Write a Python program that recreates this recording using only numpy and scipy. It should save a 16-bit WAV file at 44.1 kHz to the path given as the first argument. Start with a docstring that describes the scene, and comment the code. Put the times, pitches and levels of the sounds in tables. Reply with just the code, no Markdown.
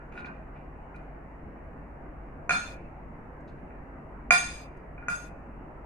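"""Over a low steady rush and hum of filtered noise and wavering sines, a metal spoon faintly touches and scrapes
a glass serving bowl; one dull, clearly higher clink may be another dish. It then knocks firmly near 2.5 s
(two close contacts), 4.3 s and 5.1 s, with more faint touches and faint crackles of food between. Each contact
sums a pressure swing, a noise clack, damped glass modes and a table thud; scrapes and crackles are noise snaps.
The food-filled bowl rings briefly and dense echoes from hard walls carry it on. The recorder's noise gate turns
the treble down whenever that is quiet."""
import sys
import numpy as np
from scipy import signal
from scipy.fft import next_fast_len
from scipy.io import wavfile
from scipy.ndimage import uniform_filter1d, map_coordinates

SR = 44100
rng = np.random.default_rng(int(sys.argv[2]) if len(sys.argv) > 2 else 0)


def dump_mix(stems):
    """Bounce the given channels to the path in sys.argv[1] as a 16-bit WAV at rate SR."""
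    frames = np.atleast_2d(stems).T  # one column per channel
    limited = np.clip(frames, -1, 1)  # hard clip at full scale
    pcm = np.round(limited * 32767).astype(np.int16)
    wavfile.write(sys.argv[1], SR, pcm)


N = 258373

# bowl modes, each driven by the spot struck: mode_hz, t60_s, inner_wall_db, rim_db, outer_side_db
BOWL_MODES = [(711, .19, -12, -6, -18), (765, .1, -15, -10, -30), (1030, .2, -15, -12, -30),
              (1235, .12, -15, -20, -26), (1432, .16, 3, 1, 3), (1680, .14, -12, -17, -20),
              (1880, .14, -16, -16, -27), (2315, .1, -7, -5, -17), (2379, .21, -4, 3, -13),
              (2438, .08, -3, -5, -17), (2606, .14, -12, -23, -24), (3526, .18, -14, -14, -24),
              (3870, .12, -29, -25, -37), (4200, .16, -16, -20, -30), (4247, .12, -15, -29, -37),
              (4890, .18, -19, -11, -23), (6425, .14, -15, -12, -18), (6485, .09, -16, -14, -21),
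              (6681, .08, -18, -19, -26), (7784, .05, -38, -27, -24), (8127, .18, -28, -15, -29),
              (9432, .1, -28, -26, -34), (9960, .12, -27, -21, -26), (10570, .1, -42, -27, -31),
              (11990, .16, -44, -33, -42), (12800, .08, -47, -38, -51), (14200, .1, -45, -38, -42)]
# left-right likeness of diffuse sound: freq_hz, correlation (share)
LIKENESS = [(50, 0.93), (180, 0.94), (350, 0.86), (700, 0.39), (1400, 0.048), (3000, 0.024)]
TAIL_S = np.arange(24000) / SR  # time axis of a sound with its echoes
RING_S = TAIL_S[:len(TAIL_S) // 2]  # time axis of a dry sound


def gain_of(db):
    """Decibels to amplitude."""
    return 10 ** (np.asarray(db) / 20)


def unit(x):
    """Scales each row to energy 1."""
    return x / np.sqrt(np.sum(x ** 2, -1, keepdims=True) + 1e-30)


def read(points, hz):
    """Reads a table of (Hz, value) on a log-frequency axis."""
    point_hz, value = np.transpose(points)
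    return np.interp(np.log(hz + 1), np.log(point_hz + 1), value)


def add(mix, start_s, sound):
    """Adds a stereo sound into the mix; one struck before zero is already ringing."""
    start = round(start_s * SR)
    sound = sound[..., max(-start, 0):]
    part = mix[:, max(start, 0):][:, :sound.shape[-1]]
    part += sound[..., :part.shape[1]]


def colour(x, db_at):
    """Causal minimum-phase filter with the gain db_at(Hz)."""
    size = next_fast_len(x.shape[-1] + len(RING_S))
    hz = abs(np.fft.fftfreq(size, 1 / SR))
    log_gain = np.log(gain_of(db_at(hz)))
    response = np.exp(np.conj(signal.hilbert(log_gain)))
    return np.fft.ifft(np.fft.fft(x, size) * response).real[..., :x.shape[-1]]


def correlate(left, other, hz):
    """Mixes two independent spectra into a right channel with the tabled likeness to the left."""
    likeness = np.clip(read(LIKENESS, hz), -1, 1)[:, None]
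    return likeness * left + np.sqrt(1 - likeness ** 2) * other


def rush(level_db=-45, patchy_db=1.5, size=2048):
    """Low steady noise, nearly mono in the bass, with slight drifting patches."""
    # relative spectrum: freq_hz, density_db (per Hz)
    spectrum = [(15, 2), (35, 4), (70, 2), (105, -5.5), (250, -2), (450, -8), (750, -7.5), (1300, -15),
                (2000, -20), (2600, -30.5), (3200, -33), (4000, -36), (8000, -37), (15000, -43.5)]
    hz = np.fft.rfftfreq(size, 1 / SR)
    a, b, c, d, patches = rng.standard_normal((N // (size // 4) + 5, len(hz), 5)).T
    patches = uniform_filter1d(patches, size=10, axis=0)
    patches = uniform_filter1d(patches, size=10, axis=1)
    left = a + 1j * b
    z = np.array([left, correlate(left, c + 1j * d, hz)])
    z *= gain_of(read(spectrum, hz)[:, None] + patchy_db * patches / patches.std())
    noise = signal.istft(z, nperseg=size, noverlap=size * 3 // 4)[1][:, :N]
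    return gain_of(level_db) * np.sqrt(N) * unit(noise)


def hum(waver_share=0.00995, count=50):
    """A few low tones, as of a fan, each wavering by a small share of its pitch."""
    # steady tones: pitch_hz, level_db (rms)
    tones = [(48.4, -50), (145.3, -57), (263.8, -63), (646.0, -68.5)]
    out = np.zeros(N)
    for pitch_hz, level_db in tones:
        drift = np.interp(np.arange(N), np.linspace(0, N, count), rng.standard_normal(count))
        cycles = np.cumsum(pitch_hz * (1 + waver_share * drift)) / SR
        out += gain_of(level_db) * np.sqrt(2) * np.sin(2 * np.pi * cycles)
    return out


def echoes(early_db=4, early_s=0.059, size=256):
    """Dense reflections at two microphones; each band builds up and dies at its own speed."""
    # echo decay: freq_hz, t60_s
    decay = [(200, 0.17), (700, 0.47), (1500, 0.46), (2500, 0.64), (5000, 0.63), (8000, 0.6), (14000, 0.24)]
    # echo build-up: freq_hz, rise_s (time constant)
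    rise = [(500, 0.0191), (2000, 0.0072), (4000, 0.021), (10000, 0.031)]
    hz, t, z = signal.stft(rng.standard_normal((2, len(TAIL_S))), SR, nperseg=size)
    z[1] = correlate(z[0], z[1], hz)
    z *= gain_of(-60 * t / read(decay, hz)[:, None])
    z *= 1 - np.exp(-t / read(rise, hz)[:, None])
    z *= gain_of(early_db * np.exp(-(t / early_s) ** 2))  # the nearest walls answer first and strongest
    return unit(signal.istft(z, SR, nperseg=size)[1][:, :len(TAIL_S)])


def room(lag_s=.0001):
    """The two ways to the microphones: direct sound, a little later on the right, and the echoes."""
    # direct sound over echoes: freq_hz, level_db
    direct_balance = [(300, -4.5), (700, 3), (1400, 4), (2400, 12.5), (3500, -8), (6500, -0.5),
                      (12000, -19)]
    direct = colour(signal.unit_impulse(len(TAIL_S)), lambda hz: read(direct_balance, hz))
    return np.array([direct, np.roll(direct, round(lag_s * SR))]), echoes()


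def heard(sounds, path):
    """Sends each row down the path; each channel arrives with the energy of 50 ms at rms 1."""
    wet = signal.fftconvolve(np.atleast_2d(sounds)[:, None], path[None], axes=2)[..., :len(TAIL_S)]
    return unit(wet) * np.sqrt(SR / 20)


def glass(path):
    """Each mode of the bowl, a dying sine, as it reaches the microphones."""
    mode_hz, t60_s = np.transpose(BOWL_MODES)[:2, :, None]
    modes = np.sin(2 * np.pi * mode_hz * RING_S) * np.exp(-np.log(1000) * RING_S / t60_s)
    return heard(modes, path)


def clink(modes, path, spot, strength_db, rise_share, treble_db_per_octave,
          clack_s=0.0045, swing_hz=1700, thud_hz=195, thud_s=0.0057, corner_hz=2000,
          firm_db=-18.5, swing_growth=.35):
    """One contact: a single pressure swing, the spoon's clack, the glass ringing and a thud through the table."""
    # levels against the ring, by spot struck: clack_db, swing_db (at firm_db), thud_db
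    spots = {"wall": (0, -19, -13), "rim": (-1.09, 16, -30), "side": (-6.5, -26, -17.5)}
    # relative spectrum of the spoon's many damped modes: freq_hz, density_db (per Hz)
    clack_spectrum = [(100, -18.5), (250, -11.5), (500, -15), (750, -10), (1300, 2), (1800, 1), (2100, -8),
                      (2500, -1), (3100, -15.5), (5500, -16), (7000, -19), (10300, -13.5), (11200, -55),
                      (16000, -78)]

    def hardness(hz):
        """A soft, food-cushioned touch excites less treble."""
        return treble_db_per_octave * np.log2(np.maximum(hz / corner_hz, 1))

    clack_db, swing_db, thud_db = spots[spot]
    # light touches have almost no swing: it grows by swing_growth dB more per dB of strength
    swing_db = swing_db + swing_growth * (strength_db - firm_db)

    mode_hz, _, *spot_db = np.transpose(BOWL_MODES)
    mode_db = spot_db[list(spots).index(spot)] + hardness(mode_hz)
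    ring = np.tensordot(gain_of(mode_db), modes, 1)
    # contacts differ a little in pitch; one dull, clearly higher clink may be another dish
    read_at = (1 + rise_share) * TAIL_S * SR
    ring = np.array([map_coordinates(port, [read_at], order=3) for port in ring])

    burst = rng.standard_normal(len(RING_S)) * np.exp(-RING_S / clack_s)
    clack = colour(burst, lambda hz: read(clack_spectrum, hz) + hardness(hz))
    thud = np.sin(2 * np.pi * thud_hz * RING_S) * np.exp(-RING_S / thud_s)
    clack, thud = heard([clack, thud], path)

    phase = 2 * np.pi * swing_hz * TAIL_S - 2 * np.pi  # swing centred one cycle in
    swing = np.sin(phase) * np.exp(-(phase / np.pi) ** 2)
    contact = ring + gain_of(clack_db) * clack + gain_of(thud_db) * thud + gain_of(swing_db) * swing
    return gain_of(strength_db) * contact


def scrape_or_crackle(level_db, centre_hz, path, skirt_db=20, uneven_db=4, count=600, bowl_db=10, width_hz=110,
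                      swell_ref_s=0.017, swell_ref_hz=3220, swell_power=2.5):
    """A cluster of uneven snaps around one pitch that swells and fades, the faster the higher it is."""
    def shape(hz):
        """A broad hump, lifted around the modes of the bowl."""
        off_mode_hz = abs(hz[:, None] - np.transpose(BOWL_MODES)[0]).min(1)
        lift_db = bowl_db * np.exp(-(off_mode_hz / width_hz) ** 2)
        octaves = np.log2(np.clip(hz / centre_hz, 1 / 4, 4))
        return lift_db - skirt_db * octaves ** 2

    # higher snaps are over sooner
    swell_s = swell_ref_s * (swell_ref_hz / centre_hz) ** swell_power
    snap_gain = gain_of(uneven_db * rng.standard_normal(count))
    snaps = snap_gain[np.arange(len(RING_S)) * count // len(RING_S)]
    rustle = rng.standard_normal(len(RING_S)) * snaps * RING_S * np.exp(-RING_S / swell_s)
    return gain_of(level_db) * heard(colour(rustle, shape), path)[0]


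def microphone_ports(sound):
    """Each microphone port favours its own bands."""
    # channel balance: freq_hz, left_over_right_db
    balance = [(700, -2), (1430, 0.5), (2400, -5), (3600, 5), (4900, 7), (7500, 7), (8200, 7.5), (8800, 9),
               (10000, -10.5), (12000, 0)]
    click = signal.unit_impulse(512)
    ports = np.array([colour(click, lambda hz: side * read(balance, hz) / 2) for side in (1, -1)])
    return signal.oaconvolve(sound, ports, axes=1)[:, :N]


def scene(spoon_shadow_db=-6, snap_wet_db=-10):
    """Clinks, scrapes and crackles on the table, over the background."""
    # clinks, mostly spoon on bowl: start_s, spot (name), strength_db, pitch_rise (share), treble_db_per_octave
    clinks = [(-0.02, "side", -56.5, 0.0077, -2), (0.124, "wall", -63.5, 0, 5.5),
              (0.154, "side", -53, 0, -2), (0.176, "side", -46, 0.016, -5),
              (0.246, "wall", -50, 0.017, -8.5), (0.271, "side", -53, 0.097, -20),
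              (0.945, "wall", -59.5, 0.0099, 0), (2.4938, "wall", -31, 0.0071, -1),
              (2.5065, "wall", -30, 0.0022, -4.5), (3.705, "rim", -64.5, 0, -11),
              (4.3071, "rim", -23, 0.0019, -1), (4.9792, "wall", -57, 0, -6), (5.025, "side", -52, 0, -9.5),
              (5.084, "side", -32, 0, 0)]
    # spoon scrapes on the bowl at first, then faint crackles of food: start_s, level_db, centre_hz
    scrapes_and_crackles = [(0.113, -58.5, 3250), (0.163, -50, 3100), (0.247, -53.5, 3600),
                            (0.543, -61, 2720), (0.952, -65, 4340), (0.957, -69.5, 8240),
                            (3.403, -72, 6000), (3.475, -57, 4170), (4.768, -69, 7000)]
    table = np.zeros((2, N))
    direct, wet = room()
    modes = glass(direct + wet)
    inside = gain_of(spoon_shadow_db) * direct + wet  # the bowl screens the direct clack and thud
    for start_s, *contact in clinks:
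        add(table, start_s, clink(modes, inside, *contact))
    near = signal.unit_impulse(len(TAIL_S)) + gain_of(snap_wet_db) * wet
    for start_s, level_db, centre_hz in scrapes_and_crackles:
        add(table, start_s, scrape_or_crackle(level_db, centre_hz, near))
    return microphone_ports(table) + rush() + hum()


def record(dry, split_hz=2950, sense_hz=6800, sense_s=0.015, threshold_db=-64.0, knee_db=1.5, depth_db=19,
           edge_hz=15400):
    """A gate turns the treble down while it is quiet; then the band limit."""
    highpass = signal.firwin(201, split_hz, pass_zero=False, fs=SR)
    treble = signal.oaconvolve(dry, highpass[None], "same")
    sense = signal.butter(N=4, Wn=sense_hz, btype="high", fs=SR, output="sos")
    top = signal.sosfilt(sense, treble)
    keep = np.exp(-1 / (sense_s * SR))
    power = signal.lfilter([1 - keep], [1, -keep], (top ** 2).mean(0))
    level_db = 10 * np.log10(power + 1e-14)
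    shut = (1 - np.tanh((level_db - threshold_db) / knee_db)) / 2  # 0 open, 1 shut
    gated = dry - treble * (1 - gain_of(-depth_db * shut))
    lowpass = signal.firwin(511, edge_hz, window=("kaiser", 9), fs=SR)
    return signal.oaconvolve(gated, lowpass[None], "same")


dry = scene()
out = record(dry)
dump_mix(out)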